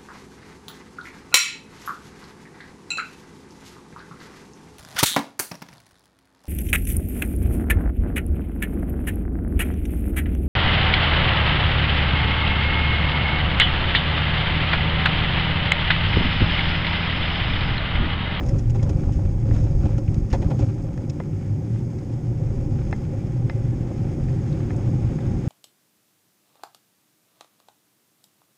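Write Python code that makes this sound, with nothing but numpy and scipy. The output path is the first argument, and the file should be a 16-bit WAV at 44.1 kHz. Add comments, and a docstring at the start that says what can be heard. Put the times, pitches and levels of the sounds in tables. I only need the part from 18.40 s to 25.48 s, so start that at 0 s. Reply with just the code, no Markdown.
"""On a cobbled street that gives way to asphalt, a bicycle gathers speed, heard from a handlebar camera.
The road forces fork, frame and tyre walls to vibrate at their resonances, more strongly as roughness
and speed rise. The tread hums at the rate its blocks meet the ground. The camera case rumbles, shaken by
the cobbles at first, then buffeted by wind. Impacts excite decaying modes: the mount knocks on bumps,
the mudguard clatters and loose metal rattles faintly. Stones thud and pebbles tick off the tread."""
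import sys
import numpy as np
from scipy import signal
from scipy.fft import rfft, irfft
from scipy.io import wavfile

SR = 44100
rng = np.random.default_rng(int(sys.argv[2]) if len(sys.argv) > 2 else 0)


def unload_audio(sound):
    """Save the sound as a 16-bit wav file, at the path given as the first command line argument."""
    columns = np.transpose(np.atleast_2d(sound))
    # keep every value between -1 and 1, then stretch to whole-number steps
    steps = np.round(np.clip(columns, -1, 1) * 32767)
    wavfile.write(sys.argv[1], SR, steps.astype(np.int16))


N = 312228

# roughness of the road, cobbles and then asphalt: (time [s], level over plain asphalt [dB])
ROUGHNESS = [(0, 10), (0.16, 8.5), (0.25, -1), (0.42, 7.5), (0.6, 7), (0.8, 6.5), (0.92, 4.5), (1.01, 0),
             (1.13, 13.5), (1.3, 5.5), (1.45, 11.5), (1.65, 2.5), (1.73, 7.5), (1.86, 3), (1.95, 8),
             (2.23, 11), (2.38, 2.5), (2.9, 2), (3.3, 1.7), (3.8, 0.8), (4.4, 4), (4.85, 0.5), (7.08, 5)]
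# speed of the bicycle: (time [s], speed [m/s])
SPEED = [(0, 3.93), (1.299, 3.787), (3.499, 3.84), (5.1, 4.077), (6.099, 4.245), (7.08, 4.27)]
# bounce of tyres and fork: (frequency [Hz], bandwidth [Hz], gain [dB])
FORK_RESONANCES = [(68, 65, -11.5), (103.8, 15, 9.5), (122, 9.8, -1.5), (137, 25, -12.5)]
# frame and handlebar: (frequency [Hz], bandwidth [Hz], gain [dB])
FRAME_RESONANCES = [(147.2, 24.2, 4.5), (198, 21, -7), (237, 31, -8), (292.3, 18.6, -7.5),
                    (381.8, 53, -8.5)]
# tyre walls: (frequency [Hz], bandwidth [Hz], gain [dB])
TYRE_RESONANCES = [(519.2, 36, 5), (549.4, 16, 2.5), (694, 56, -9), (783, 40, -12), (946, 14, -23.5)]
# strength of the tread hum: (time [s], relative level [dB])
HUM_LEVEL = [(0, -25.5), (0.42, -20), (0.75, -38), (1.0, -33), (1.08, -15.5), (1.2, -27.5), (1.599, -25.5),
             (2.119, -33), (2.23, -17.5), (2.42, -29), (2.95, -43), (3.35, -21), (3.55, -34), (3.88, -20),
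             (4.15, -34), (4.799, -29), (5.2, -20.5), (5.5, -32), (6.55, -21.5), (7.08, -28)]
# air in the tread grooves, heard through the tyre: (frequency [Hz], bandwidth [Hz], gain [dB])
GROOVE_RESONANCES = [(229.8, 11, 16), (350.7, 24.5, 13.5), (758, 120, -2), (802, 24, -10)]
# wheel rim: (frequency [Hz], bandwidth [Hz], gain [dB])
RIM_RESONANCES = [(1320, 380, 12.5), (1870, 840, -10.5), (2286, 180, 6), (5300, 600, -13.5),
                  (6300, 400, -12)]
# camera case: (frequency [Hz], bandwidth [Hz], gain [dB])
CASE_RESONANCES = [(4936, 200, 1), (5330, 370, 2), (6440, 250, 5), (7400, 2400, -22)]
# low rumble of the case, from cobbles at first and then wind: (time [s], relative level [dB])
RUMBLE_LEVEL = [(0, -28), (0.281, -23), (0.6, -24.5), (1.02, -22), (1.2, -19.5), (1.6, -26), (2.12, -28),
                (2.35, -32), (2.9, -38), (3.85, -37.5), (4.15, -24), (4.8, -34.5), (5.45, -32.5),
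                (5.7, -29.5), (7.08, -30)]
# spectra of case rumble, rushing air and microphone hiss: (frequency [Hz], relative density [dB])
RUMBLE_SPECTRUM = [(8, -15.5), (20, 11), (35, 10.5), (55, 10.5), (75, 8.5), (120, 6.5), (300, -36),
                   (1000, -91.5)]
AIR_SPECTRUM = [(600, -10), (850, -22.5), (1100, 0.5), (1500, 1.5), (2200, 2.5), (2550, -1.5), (2900, -5.5),
                (3400, -5.5), (4100, -13.5), (6000, -13), (9000, -16.5), (11000, -34.5)]
HISS_SPECTRUM = [(2000, -8.5), (4200, -36.5), (5200, 5), (7500, 0.5), (9200, -4.5), (10400, -11.5),
                 (11800, -6), (13200, -10), (14200, -20.5)]
# knocks of the mount: (time [s], peak [dB], high-pass [Hz], low-pass [Hz], extra damping [dB/s])
KNOCKS = [(0.009, -24, 400, 1580, 308), (1.11, -30, 800, 3000, 403), (1.934, -19.5, 690, 940, 22),
          (2.576, -32, 590, 1780, 897), (2.801, -22.5, 590, 1190, 198), (4.527, -17.5, 597, 3420, 295),
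          (5.097, -22, 1090, 3800, 167), (6.305, -28.5, 1000, 2490, 196), (6.787, -31.5, 700, 2200, 500)]
# camera mount: (frequency [Hz], level [dB], t60 [s])
MOUNT_MODES = [(526, 3.5, 0.015), (770, 0, 0.017), (895, -7, 0.037), (1297, -7.5, 0.018),
               (1734, -3.5, 0.017), (1924, -5.5, 0.015), (2060, -13.5, 0.086), (2470, -8, 0.011),
               (3810, -13.5, 0.0045), (5300, -17, 0.024)]
# highest stone edges under the tyre: (time [s], peak [dB], half-width of the hump [s])
THUDS = [(0.05, -15, 0.0031), (0.094, -14.5, 0.0052), (0.309, -15, 0.0034), (0.438, -13, .0028),
         (0.52, -9, 0.0024), (0.563, -11.5, 0.0045), (0.678, -9, 0.0025), (0.769, -12, 0.0037),
         (0.902, -18, 0.0047), (1.168, -5, 0.0023), (1.236, -18, .006), (1.348, -14, 0.0062),
         (1.404, -14, .005), (1.464, -8.5, 0.0032), (1.547, -10.5, 0.0033), (1.688, -9, 0.0028),
         (1.782, -7.5, 0.0024), (1.831, -18, 0.0057), (1.932, -8.5, 0.0038), (2.064, -9.5, 0.0022)]
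# loose metal shaking on its own: (time [s], peak [dB], chatter time [s])
RATTLES = [(.056, -39.5, 0.018), (.087, -33, 0.011), (.184, -36, 0.017), (.298, -37, 0.009),
           (.721, -41.5, 0.031), (1.13, -43, 0.19), (1.743, -34.5, 0.0043), (1.901, -40.5, 0.02),
           (2.575, -43, 0.012), (2.696, -32, 0.0066), (3.586, -43, 0.0061), (4.51, -40, .004)]
# loose metal: (frequency [Hz], level [dB], t60 [s])
METAL_MODES = [(1900, -3, 0.012), (2570, -7, 0.021), (3440, -8.5, 0.008), (5240, 0.5, 0.009),
               (6160, 2, 0.0036), (6470, -12, 0.024), (6680, -1, 0.011), (8900, -14, 0.0038)]
# stones knocking on the tyre: (time [s], peak [dB], contact time [s])
STONES = [(0.143, -30, 0.029), (0.636, -29.5, 0.0036), (0.692, -31, 0.0042), (0.79, -28.5, 0.0052),
          (1.056, -32.5, 0.017), (1.116, -32, .005), (1.187, -31, .006), (1.221, -32, 0.0066),
          (1.27, -38, 0.0042), (1.456, -24.5, 0.0033), (1.491, -30, .006), (1.948, -21.5, 0.004),
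          (2.132, -33, 0.0072), (5.515, -27.5, 0.0025)]
# proud stones and dents: (time [s], blow peak [dB], clatter peak [dB], rattle peak [dB], chatter time [s])
JOLTS = [(0.347, -34, -26.5, -42, 0.021), (0.427, -39, -30, -34.5, 0.0094),
         (0.493, -22.5, -29.5, -36, 0.013), (1.456, -25.5, -27, -42, 0.012), (1.58, -29, -25, -39, 0.012),
         (1.928, -21, -20, -29.5, 0.0095), (1.94, -26, -20, -36, 0.017), (2.018, -24, -22.5, -42, 0.022),
         (2.104, -26, -20.5, -45, 0.018), (2.191, -22, -29, -36.5, 0.023), (2.801, -41, -26, -52, 0.0034)]
# hollow frame tubes: (frequency [Hz], level [dB], t60 [s])
TUBE_MODES = [(226, 3.5, 0.037), (298.4, 3, 0.088), (390, -2, 0.07), (505, -16, 0.04)]
# mudguard and carrier: (frequency [Hz], level [dB], t60 [s])
GUARD_MODES = [(292, 4.5, 0.13), (376, 0, 0.029), (532, -0.5, 0.096), (699, 1, 0.035), (790, 5.5, 0.026),
               (864, -0.5, 0.035), (980, -4.5, 0.046), (1390, -7.5, 0.025), (1930, -4.5, 0.009),
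               (2470, -8.5, 0.017), (3190, -3, 0.0024)]
# pebbles flicked off the tread: (time [s], peak [dB], pitch [Hz])
PEBBLES = [(.394, -39, 2180), (1.028, -45, 2200), (1.142, -46, 3300), (1.552, -44, 1700),
           (1.678, -41.5, 2200), (1.915, -36, 2350), (1.932, -36.5, 3430), (4.563, -46, 6200),
           (5.884, -39.5, 2000), (6.126, -44, 3900), (6.363, -44, 6940), (6.805, -46, 3200)]

# gain laws: (level when cruising on plain asphalt [dB], share of roughness [1], exponent of speed [1])
BOUNCE_LAW, SHAKE_LAW, ROAR_LAW = (-29.5, 0.66, 1.5), (-31, 0.54, 2.7), (-47.5, 0.78, 2.1)
GRIT_LAW, BUZZ_LAW, AIR_LAW = (-63.5, 0.99, 3), (-65, 0.64, 2.1), (-58, 0.085, 5.3)
CRUISE_M_PER_S, TREAD_BLOCK_SPACING_M = 4.0, 0.034
HISS_DB, CUTOFF_HZ = -67.5, 13900


def from_db(db):
    """Amplitude grows tenfold for every 20 dB."""
    return 10 ** (np.asarray(db) / 20)


def rms_one(x):
    """Normalisation to unit root-mean-square amplitude."""
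    return x / np.sqrt(np.mean(x ** 2) + 1e-20)


def in_time(curve):
    """Linear interpolation of a (time, value) curve at every sample."""
    times, values = np.transpose(curve)
    return np.interp(np.arange(N) / SR, times, values)


def drift(rate_hz):
    """Low-passed noise gives a slow random fluctuation of unit rms."""
    step, settling = 40, 2000   # audio samples per step; steps for the filter to settle
    pole = np.exp(-2 * np.pi * rate_hz * step / SR)
    white = rng.standard_normal(N // step + settling + 2)
    slow = signal.lfilter([1], [1, -2 * pole, pole * pole], white)[settling:]
    return np.interp(np.arange(N) / step, np.arange(len(slow)), rms_one(slow))


def cut(x, hz, kind, order=2):
    """A Butterworth low-pass or high-pass falls 6 dB per octave for each order."""
    return signal.sosfilt(signal.butter(order, hz, kind, fs=SR, output="sos"), x)


def noise(spectrum):
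    """Spectral shaping turns white noise into coloured noise of unit rms."""
    hz, db = np.transpose(spectrum)
    bins_hz = np.maximum(np.fft.rfftfreq(N, 1 / SR), 1)
    gain = from_db(np.interp(np.log(bins_hz), np.log(hz), db))
    return rms_one(irfft(rfft(rng.standard_normal(N)) * gain, N))


def grains(per_s, spread_db):
    """Shot noise: impulses at random moments, of uneven size and either sign."""
    sizes = from_db(spread_db * np.clip(rng.standard_normal(N), -2, 2)) * rng.choice([-1, 1], N)
    return sizes * (rng.random(N) < per_s / SR) + 1e-18


def resonate(force, resonances):
    """Forced vibration: the responses of parallel damped resonators add."""
    out = np.zeros(len(force))
    for hz, width_hz, db in resonances:
        radius = np.exp(-np.pi * width_hz / SR)
        feedback = [1, -2 * radius * np.cos(2 * np.pi * hz / SR), radius ** 2]
        out += from_db(db) * (1 - radius ** 2) / 2 * signal.lfilter([1, 0, -1], feedback, force)
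    return out


def strike(modes, chatter_s, contacts_per_s, after_db, crack_db):
    """Convolution: each contact of a dying flurry excites a crack and the free decay of the modes."""
    t = np.arange(SR // 5) / SR
    force = from_db(after_db) * rng.standard_normal(len(t)) * (rng.random(len(t)) < contacts_per_s / SR)
    force *= np.exp(-(t / chatter_s) ** 2)
    force[0] = 1   # the first contact
    ring = np.zeros(len(t))
    for k, (hz, db, t60) in enumerate(modes):
        envelope = from_db(db + rng.standard_normal() - 60 * t / t60)
        ring += (-1) ** k * envelope * np.sin(2 * np.pi * hz * t)
    crack = cut(rng.standard_normal(len(t)), 690, "high")
    crack = cut(crack, 5300, "low", order=3) * np.exp(-t / 0.0041)
    return signal.fftconvolve(force, ring + from_db(crack_db) * crack)[:len(t)]


def add(out, s, peak_db, sound):
    """Superposition of a sound at a given time and peak level."""
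    at = max(round(s * SR), 0)
    out[at:at + len(sound)] += (from_db(peak_db) * sound / np.abs(sound).max())[:N - at]


def driven(law, rough_db, speed):
    """Power law: the amplitude of a source grows with roughness and speed."""
    level_db, share, exponent = law
    return from_db(level_db + share * rough_db) * (speed / CRUISE_M_PER_S) ** exponent


def fork_bounce():
    """Mass-spring resonance: fork and tyres bounce as stones and dents push them."""
    bounce = resonate(grains(per_s=260, spread_db=4.5), FORK_RESONANCES)
    return rms_one(cut(cut(bounce, 182, "low", order=4), 55, "high"))


def frame_shake():
    """Structure-borne sound: the grain of the road shakes frame and handlebar."""
    shake = resonate(grains(per_s=1500, spread_db=4), FRAME_RESONANCES)
    return rms_one(cut(cut(shake, 373.4, "low", order=14), 130.5, "high", order=4))


def tyre_roar():
    """Random excitation: grit under the rubber rings the tyre walls."""
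    roar = resonate(grains(per_s=1800, spread_db=-0.5), TYRE_RESONANCES)
    roar = cut(cut(roar, 1180, "low", order=4), 280, "high", order=4)
    return rms_one(roar) * from_db(1.7 * drift(rate_hz=11))


def tread_hum(speed):
    """Periodic excitation: the tread hums at speed over block spacing, wavering in pitch and level."""
    pitch_hz = speed / TREAD_BLOCK_SPACING_M * (1 + 0.022 * drift(rate_hz=8.87))
    phase = 2 * np.pi * np.cumsum(pitch_hz) / SR
    return np.sqrt(2) * np.sin(phase) * from_db(2 * drift(rate_hz=7.8))


def groove_drone(speed):
    """Air pumping: air squeezed from the tread drones louder the faster the wheel turns."""
    drone = resonate(rng.standard_normal(N), GROOVE_RESONANCES)
    drone = cut(cut(drone, 182, "high", order=4), 797, "low", order=6)
    return rms_one(drone) * (speed / speed.mean()) ** 6


def grit_crunch():
    """Impulse excitation: clumps of sand crunch under the tyres and tick in the rim."""
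    ticks = resonate(grains(per_s=420, spread_db=4), RIM_RESONANCES) * from_db(2.5 * drift(rate_hz=16))
    return rms_one(cut(ticks, 6700, "low", order=4))


def case_buzz():
    """Contact noise: countless tiny impacts merge into a sizzle at the camera case's resonances."""
    buzz = resonate(grains(per_s=6300, spread_db=7), CASE_RESONANCES)
    buzz = cut(cut(buzz, 4200, "high", order=4), 9000, "low", order=4)
    return rms_one(buzz) * from_db(1.4 * drift(rate_hz=26))


def case_rumble():
    """Random forcing: the camera case rumbles, shaken by the cobbles at first, then buffeted by wind."""
    waver_db = 1.5 * drift(rate_hz=6.6)
    return from_db(in_time(RUMBLE_LEVEL) - 0.1 + waver_db) * noise(RUMBLE_SPECTRUM)


def air_rush():
    """Flow noise: passing air makes a broadband rush that wavers in level."""
    return noise(AIR_SPECTRUM) * from_db(drift(rate_hz=7.2))


def mount_knocks():
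    """Impact of the mount on its stop: thinner if glancing, duller if soft, drier if it stays pressed."""
    out = np.zeros(N)
    for s, peak_db, highpass_hz, lowpass_hz, damping_db_per_s in KNOCKS:
        knock = strike(MOUNT_MODES, chatter_s=0.012, contacts_per_s=2000, after_db=-21, crack_db=-15)
        knock *= from_db(-damping_db_per_s * np.arange(len(knock)) / SR)
        add(out, s, peak_db, cut(cut(knock, highpass_hz, "high"), lowpass_hz, "low"))
    return out


def edge_thuds(lead_s=0.03):
    """Acceleration pulse: a stone edge lifts and drops the wheel along a Gaussian hump."""
    t = np.arange(round(2 * lead_s * SR)) / SR - lead_s
    out = np.zeros(N)
    for s, peak_db, half_width_s in THUDS:
        u = t / half_width_s
        acceleration = (u ** 2 - 1) * np.exp(-u ** 2 / 2)   # second derivative of the hump
        add(out, s - lead_s, peak_db, acceleration)
    return out


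def metal_rattles():
    """Repeated impact: loose metal parts chatter in short flurries, on their own and at every jolt."""
    out = np.zeros(N)
    at_jolts = [(s, rattle_db, chatter_s) for s, _, _, rattle_db, chatter_s in JOLTS]
    for s, peak_db, chatter_s in list(RATTLES) + at_jolts:
        rattle = strike(METAL_MODES, chatter_s, contacts_per_s=2000, after_db=-1, crack_db=-0.5)
        add(out, s, peak_db, rattle)
    return out


def stone_knocks(damping_db_per_s=250):
    """Damped resonance: a stone rings the tyre walls and deadens them as it presses, a hollow knock."""
    out, t = np.zeros(N), np.arange(SR // 5) / SR
    for s, peak_db, contact_s in STONES:
        push = rng.standard_normal(len(t)) * np.exp(-(t / contact_s) ** 2)
        ring = cut(resonate(push, TYRE_RESONANCES), 1300, "low")
        add(out, s, peak_db, ring * from_db(-damping_db_per_s * t))
    return out


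def jolts():
    """Shock excitation: proud stones and dents ring the frame tubes; mudguard and carrier clatter."""
    out = np.zeros(N)
    for s, blow_db, clatter_db, _, chatter_s in JOLTS:
        blow = strike(TUBE_MODES, chatter_s, contacts_per_s=1300, after_db=-10.5, crack_db=-46)
        add(out, s, blow_db, cut(blow, 520, "low", order=4))
        clatter = strike(GUARD_MODES, chatter_s, contacts_per_s=2800, after_db=-6.5, crack_db=-20)
        add(out, s, clatter_db, clatter)
    return out


def pebble_ticks(decay_s=0.0055):
    """Band-limited transients: each pebble flicked off the tread ticks at a pitch of its own."""
    out, t = np.zeros(N), np.arange(SR // 20) / SR
    for s, peak_db, hz in PEBBLES:
        band = signal.iirpeak(hz, Q=2.7, fs=SR)
        burst = rng.standard_normal(len(t)) * np.exp(-t / decay_s)
        add(out, s, peak_db, signal.lfilter(*band, signal.lfilter(*band, burst)))
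    return cut(out, 9500, "low", order=4)


def scene():
    """Superposition at the handlebar: road, wheels, air and vibrating parts over microphone hiss."""
    rough_db, speed = in_time(ROUGHNESS), in_time(SPEED)
    laws = BOUNCE_LAW, SHAKE_LAW, ROAR_LAW, GRIT_LAW, BUZZ_LAW, AIR_LAW
    bounce, shake, roar, crunch, buzz, rush = (driven(law, rough_db, speed) for law in laws)
    hum = from_db(in_time(HUM_LEVEL) - 3.5)
    road = bounce * fork_bounce() + crunch * grit_crunch()
    road += pebble_ticks() + stone_knocks() + edge_thuds()
    wheels = roar * tyre_roar() + hum * tread_hum(speed) + from_db(-42.5) * groove_drone(speed)
    rumble, air = case_rumble(), rush * air_rush()
    parts = shake * frame_shake() + buzz * case_buzz() + mount_knocks() + jolts() + metal_rattles()
    hiss = from_db(HISS_DB) * noise(HISS_SPECTRUM)
    return (road + wheels + rumble + air + parts + hiss)[None]


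def record(dry):
    """Band limiting: an elliptic low-pass cuts the highest treble steeply."""
    return signal.sosfilt(signal.ellip(10, 0.1, 90, CUTOFF_HZ, fs=SR, output="sos"), dry)


dry = scene()
out = record(dry)
unload_audio(out)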